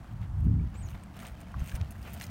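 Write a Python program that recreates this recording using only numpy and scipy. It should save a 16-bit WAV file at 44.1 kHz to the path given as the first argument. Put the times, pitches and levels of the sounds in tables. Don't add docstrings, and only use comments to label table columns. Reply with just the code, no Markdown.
import sys
import numpy as np
from scipy import signal
from scipy.fft import rfft, irfft, next_fast_len
from scipy.io import wavfile
from scipy.ndimage import uniform_filter1d

SR = 44100
rng = np.random.default_rng(int(sys.argv[2]) if len(sys.argv) > 2 else 0)


def dump_mix(stems):
    frames = np.atleast_2d(stems).T
    limited = np.clip(frames, -1, 1)
    pcm = np.round(limited * 32767).astype(np.int16)
    wavfile.write(sys.argv[1], SR, pcm)


N = 101429
T = np.arange(N) / SR
CUTOFF_HZ = 15900

# time_s, relative_db
ROLL_LEVEL = [(0,-59.5),(.23,-58.5),(.3,-65.5),(.68,-59),(.77,-57.5),(.95,-55.5),(1.11,-58),(1.23,-48),(1.32,-56.5),(1.5,-54.5),(1.62,-50.5),(1.70,-56),(1.80,-50.5),(1.87,-55),(2.01,-56),(2.07,-53),(2.16,-51),(2.3,-52.5)]
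# freq_hz, gain_db
ROLL_SPECTRUM = [(200,-7.5),(480,4),(700,8.5),(920,-8.5),(1350,0.5),(2800,-9.5),(4500,-11),(9000,-20),(10600,-21),(16000,-19.5)]
# peak_s, half_width_s, level_db
GRIT_SCRUNCHES = [(.235,0.015,-56.5),(.754,0.0092,-55),(.95,0.0036,-51.5),(1.165,0.014,-54),(.83,0.072,-64.5),(1.72,0.0093,-63),(1.756,0.014,-54),(1.813,0.0051,-54),(2.072,0.02,-48)]
# freq_hz, gain_db
SCRUNCH_SPECTRUM = [(400,6),(1000,1.5),(2400,0),(3400,-7),(5000,-19),(9000,-26),(16000,-23)]

# start_s, treble_relative_db, body_relative_db, pitch_hz
CHAIN_CLINKS = [(0.902,-58,-62,6540),(1.035,-55.5,-54,8550),(1.166,-54.5,-64,8700),(1.1902,-53.5,-41,9000),(1.1993,-51,-44,6450),
                (1.203,-55,-47,8100),(1.2295,-53,-51,8950),(1.25,-58,-37,9100),(1.267,-46.5,-43,8500),(1.275,-60,-45.5,8500),
                (1.2827,-53,-46,9060),(1.4124,-52,-57,8700),(1.517,-60,-65,9000),(1.593,-53,-53,6200),(1.602,-53,-46.5,8200),
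                (1.6738,-55.5,-52,8400),(1.681,-52,-48,8000),(1.687,-51,-45,11900),(1.715,-55,-44,5460),(1.744,-51,-61,9900),
                (1.7515,-46.5,-61,5980),(1.756,-46.5,-39.5,9200),(1.7622,-51,-50,9100),(1.9069,-46.5,-74,10400),(1.913,-53.5,-71,11140),
                (1.921,-54.5,-80,10500),(2.027,-52,-73,4930),(2.133,-44,-58,13700),(2.1388,-43.5,-57,10100),(2.1457,-51,-49,12400),
                (2.1986,-45,-45,4760),(2.2108,-45,-41,6430),(2.2176,-44,-40,10200),(2.226,-44.5,-55,4310),(2.232,-51,-50,9200),
                (2.2388,-40,-46,7100),(2.2659,-49,-58,5900)]
# peak_s, half_width_s, relative_db
CHAIN_SHIVERS = [(.125,0.0075,-66),(.4,.008,-68),(.45,0.0083,-68),(.905,0.036,-64),(1.24,0.057,-62.5),(1.405,0.0089,-63.5),(1.68,0.038,-57),(1.757,0.018,-62),(1.92,0.031,-69),(2.12,0.093,-62.5),(2.232,.022,-58.5)]
# freq_hz, width_hz, gain_db
CHAIN_RESONANCES = [(6400,350,-8),(8400,220,-6),(9100,170,-6),(13200,400,-8)]
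# freq_hz, gain_db
CRACK_SPECTRUM = [(1500,2),(4500,-2.5),(6500,-2),(9400,-1.5),(10500,-4.5),(12500,-1),(16000,0.5)]
# freq_hz, gain_db
BODY_SPECTRUM = [(500,-28),(1300,-2.5),(2400,7.5),(3300,2.5),(4500,-10),(6500,-14),(16000,-22)]

# start_s, relative_db, lowpass_hz
STONE_SNAPS = [(.888,-37,6000),(1.2592,-31,3000),(1.695,-32,6500),(1.7025,-41,11000),(1.8134,-28,4200),(2.2125,-23,3400)]
# freq_hz, gain_db
SNAP_SPECTRUM = [(500,1),(1200,5),(2300,8),(4500,6),(8000,5),(16000,-1)]
# start_s, relative_db, pitch_hz
PEBBLE_POPS = [(0.595,-51,2285),(0.755,-54,2380),(.949,-52.5,3580),(1.2294,-39.5,1370),(1.599,-53,630),(1.718,-41.5,1620),(1.955,-49,1860),(2.2125,-44,2160),(2.228,-43,4130),(2.24,-42,2030)]

# start_s, level_db
KNOCK_BLOWS = [(1.541,-37)]
# freq_hz, width_hz, gain_db
HOLLOW_MODES = [(1010,79,1),(1158,49,-1.5),(1350,100,-4),(1550,73,-6),(1920,130,-11)]
# time_s, pitch_hz, relative_db, warble_depth_hz
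SQUEAK_CONTOUR = [(0.744,7050,-66,450),(.768,7330,-64.5,450),(0.786,8300,-60.5,80),(0.812,8300,-61,130),(.829,7470,-62,750),(0.836,6680,-60.5,80),(0.865,6770,-62.5,130),(0.876,5340,-60,200)]

# time_s, relative_db
GUST_LEVEL = [(0.0,-43),(0.06,-53),(0.15,-35.5),(0.18,-44.5),(0.22,-32),(0.26,-40),(.35,-32),(0.49,-22.5),(0.67,-32),(0.7,-43),(0.86,-35.5),(0.91,-45.5),(0.94,-35.5),(0.98,-48.5),(1.29,-49.5),(1.32,-39),(1.36,-49.5),(1.53,-47.5),(1.6,-36.5),(1.66,-45),(1.72,-46.5),(1.8,-38),(1.86,-40.5),(1.94,-46.5),(2.02,-39),(2.05,-48.5),(2.18,-41.5),(2.24,-52),(2.28,-40.5)]
# peak_s, half_width_s, level_db
WIND_BUFFETS = [(1.571,0.011,-34.5),(1.62,0.0048,-22.5),(1.749,0.0057,-27),(1.82,0.008,-28)]
# freq_hz, gain_db
EDDY_SPECTRUM = [(20,-36),(30,-28),(40,-7),(65,1),(100,-3),(160,-11.5),(230,-27.5),(320,-46),(480,-72),(1000,-101)]
# time_s, level_db
FLUTTER_LEVEL = [(.3,-67),(.44,-46),(.47,-31.5),(.55,-38),(.64,-40.5),(.72,-70),(.9,-100)]
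# freq_hz, gain_db
FLUTTER_SPECTRUM = [(110,-10),(190,5),(270,-1.5),(350,-11.5),(430,-21),(600,-37.5),(1200,-91)]

# time_s, level_db
HUSH_LEVEL = [(0,-53),(.06,-52.5),(.15,-56),(.24,-53.5),(.33,-52.5),(.7,-56.5),(1.0,-53),(1.15,-56.5),(2.3,-54.5)]
# freq_hz, gain_db
HUSH_SPECTRUM = [(40,13.5),(100,1.5),(205,4.5),(300,5.5),(450,-13.5),(730,-2),(1300,-7),(2600,-22),(5000,-28.5),(9000,-29),(11000,-33),(16000,-38)]


def tyres():
    level_db, = curves(ROLL_LEVEL)
    hiss = from_db(-6.5) * rng.standard_normal(N)
    grit = from_db(-10.5) * grains(per_s=600, spread_db=8)
    roll = colour((hiss + grit) * from_db(level_db + 1.3 * drift(60)), ROLL_SPECTRUM)
    crunch, ring_cycles = 0, 11
    for hz in np.geomspace(620, 3200, num=36):
        ring = resonate(grains(per_s=30, spread_db=3.9), hz, hz / (np.pi * ring_cycles))
        crunch += rms_one(ring) * (hz / 1000) ** -.3
    scrunch = colour(grains(per_s=4000, spread_db=.46) * swells(GRIT_SCRUNCHES), SCRUNCH_SPECTRUM)
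    return roll + from_db(level_db - 6.5) * rms_one(crunch) + scrunch


def drumming():
    pitch_hz, width_hz = 185.9, 60
    roll_db, = curves(ROLL_LEVEL)
    drum = resonate(rng.standard_normal(N), pitch_hz, width_hz)
    drum = rms_one(resonate(drum, pitch_hz, width_hz))
    return from_db(-53 + .54 * (roll_db - roll_db.mean())) * drum


def chain():
    spread_octaves, link_width_hz = .4, 200
    partial_ratios = 2 ** (spread_octaves * rng.standard_normal((len(CHAIN_CLINKS), 4)))
    treble_noise, body_noise = rng.standard_normal((2, N))
    ticks = grains(per_s=330, spread_db=3) + from_db(-7) * rng.standard_normal(N)
    shiver = swells(CHAIN_SHIVERS) * rms_one(ticks)
    cracks, bodies, rings = from_db(.5) * shiver, from_db(-3) * shiver, 0
    for (start_s, treble_db, body_db, pitch_hz), ratios in zip(CHAIN_CLINKS, partial_ratios):
        envelope = strike(start_s, attack_s=.00092, decay_s=.0029)
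        contact = from_db(treble_db) * envelope * treble_noise
        cracks += from_db(-2.5) * contact
        bodies += from_db(body_db - 5.5) * envelope * body_noise
        partials = sum(metal_ring(contact, pitch_hz * ratio, link_width_hz) for ratio in ratios) / 2
        rings += from_db(-7) * metal_ring(contact, pitch_hz, link_width_hz) + from_db(-9) * partials
    chain_ring = sum(from_db(db) * metal_ring(cracks, hz, width) for hz, width, db in CHAIN_RESONANCES)
    treble = colour(cracks + from_db(-10) * chain_ring, CRACK_SPECTRUM)
    return rings + treble + colour(bodies, BODY_SPECTRUM)


def metal_ring(contact, pitch_hz, width_hz):
    return resonate(contact, min(pitch_hz, CUTOFF_HZ), width_hz) * np.sqrt(SR / (np.pi * width_hz))


def stones():
    snaps, pops = np.zeros((2, N))
    for start_s, db, lowpass_hz in STONE_SNAPS:
        hit = from_db(db - 7) * strike(start_s, attack_s=.00019, decay_s=.001) * rng.standard_normal(N)
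        hit[int(start_s * SR)] += from_db(db + 7)
        snaps += signal.sosfilt(signal.butter(2, lowpass_hz, fs=SR, output="sos"), hit)
    for start_s, db, pitch_hz in PEBBLE_POPS:
        envelope = from_db(db) * strike(start_s, attack_s=.0005, decay_s=.005)
        pops += envelope * np.sin(2 * np.pi * pitch_hz * (T - start_s))
    return colour(snaps, SNAP_SPECTRUM) + pops * (.89 + .35 * drift(380))


def knock():
    out = np.zeros(N)
    for start_s, level_db in KNOCK_BLOWS:
        age_s = np.maximum(T - start_s, 0)
        for k, (hz, width_hz, gain_db) in enumerate(HOLLOW_MODES):
            decay = np.exp(-np.minimum(np.pi * width_hz * age_s, 20))
            out += (-1) ** k * from_db(level_db + gain_db) * np.sin(2 * np.pi * hz * age_s) * decay
    return out


def squeak():
    warble_hz, jitter_hz, rasp_db, fade_s = 107.3, 130, 2.6, .0019
    pitch_hz, level_db, depth_hz = curves(SQUEAK_CONTOUR)
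    start_s, end_s = SQUEAK_CONTOUR[0][0], SQUEAK_CONTOUR[-1][0]
    warble = np.sin(2 * np.pi * np.cumsum(warble_hz * (1 + .11 * drift(39.4))) / SR)
    gate = np.clip(np.minimum(T - start_s, end_s - T) / fade_s, 0, 1)
    envelope = gate * from_db(level_db + 2.5 + rasp_db * drift(300))
    freq_hz = pitch_hz + depth_hz * warble + jitter_hz * drift(980)
    return envelope * np.sin(2 * np.pi * np.cumsum(freq_hz) / SR)


def wind():
    gust_db, = curves(GUST_LEVEL)
    flutter_db, = curves(FLUTTER_LEVEL)
    eddies = colour(rng.standard_normal(N), EDDY_SPECTRUM)
    local_power = uniform_filter1d(np.abs(signal.hilbert(eddies)) ** 2, size=1100) / 2
    eddies /= np.sqrt(local_power + 1e-9)
    flutter = from_db(flutter_db) * colour(rng.standard_normal(N), FLUTTER_SPECTRUM)
    return (from_db(gust_db + 1) + swells(WIND_BUFFETS)) * eddies + flutter


def street():
    level_db, = curves(HUSH_LEVEL)
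    return from_db(level_db + .5 * drift(24)) * colour(rng.standard_normal(N), HUSH_SPECTRUM)


def from_db(db):
    return 10 ** (np.asarray(db) / 20)


def rms_one(x):
    return x / np.sqrt(np.mean(x ** 2) + 1e-20)


def curves(rows):
    time_s, *columns = np.transpose(rows)
    return [np.interp(T, time_s, column) for column in columns]


def drift(rate_hz):
    freq_hz = np.arange(N // 2 + 1) * SR / N
    return rms_one(irfft(rfft(rng.standard_normal(N)) / (1 + (freq_hz / rate_hz) ** 2), N))


def colour(x, spectrum):
    size = next_fast_len(N + SR // 2, real=True) // 2 * 2
    bins_hz = np.maximum(np.arange(size // 2 + 1) * SR / size, 1)
    hz, db = np.transpose(spectrum)
    gain = from_db(np.interp(np.log(bins_hz), np.log(hz), db))
    low_cut = 1 / (1 + (hz[0] / 2 / bins_hz) ** 2)
    cepstrum = irfft(np.log(rms_one(gain * low_cut)), size)
    cepstrum[1:size // 2] *= 2
    cepstrum[size // 2 + 1:] = 0
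    return irfft(rfft(x, size) * np.exp(rfft(cepstrum)), size)[:N]


def resonate(x, freq_hz, width_hz):
    radius = np.exp(-np.pi * width_hz / SR)
    feedforward = np.array([1, 0, -1]) * (1 - radius ** 2) / 2
    feedback = [1, -2 * radius * np.cos(2 * np.pi * freq_hz / SR), radius ** 2]
    return signal.lfilter(feedforward, feedback, x + 1e-18)


def grains(per_s, spread_db):
    sizes = from_db(spread_db * np.minimum(rng.exponential(1, N), 3)) * rng.choice([-1, 1], N)
    return rms_one(sizes * (rng.random(N) < per_s / SR))


def swells(rows):
    return sum(from_db(db) * np.exp(-.5 * ((T - peak_s) / width_s) ** 2) for peak_s, width_s, db in rows)


def strike(start_s, attack_s, decay_s):
    age_s = np.maximum(T - start_s, 0)
    return np.minimum(age_s / attack_s, 1) * np.exp(-np.clip((age_s - attack_s) / decay_s, 0, 20))


def scene():
    return (wind() + street() + tyres() + drumming() + chain() + stones() + knock() + squeak())[None]


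def record(dry):
    return signal.sosfilt(signal.ellip(12, .2, 80, CUTOFF_HZ, fs=SR, output="sos"), dry)


dry = scene()
out = record(dry)
dump_mix(out)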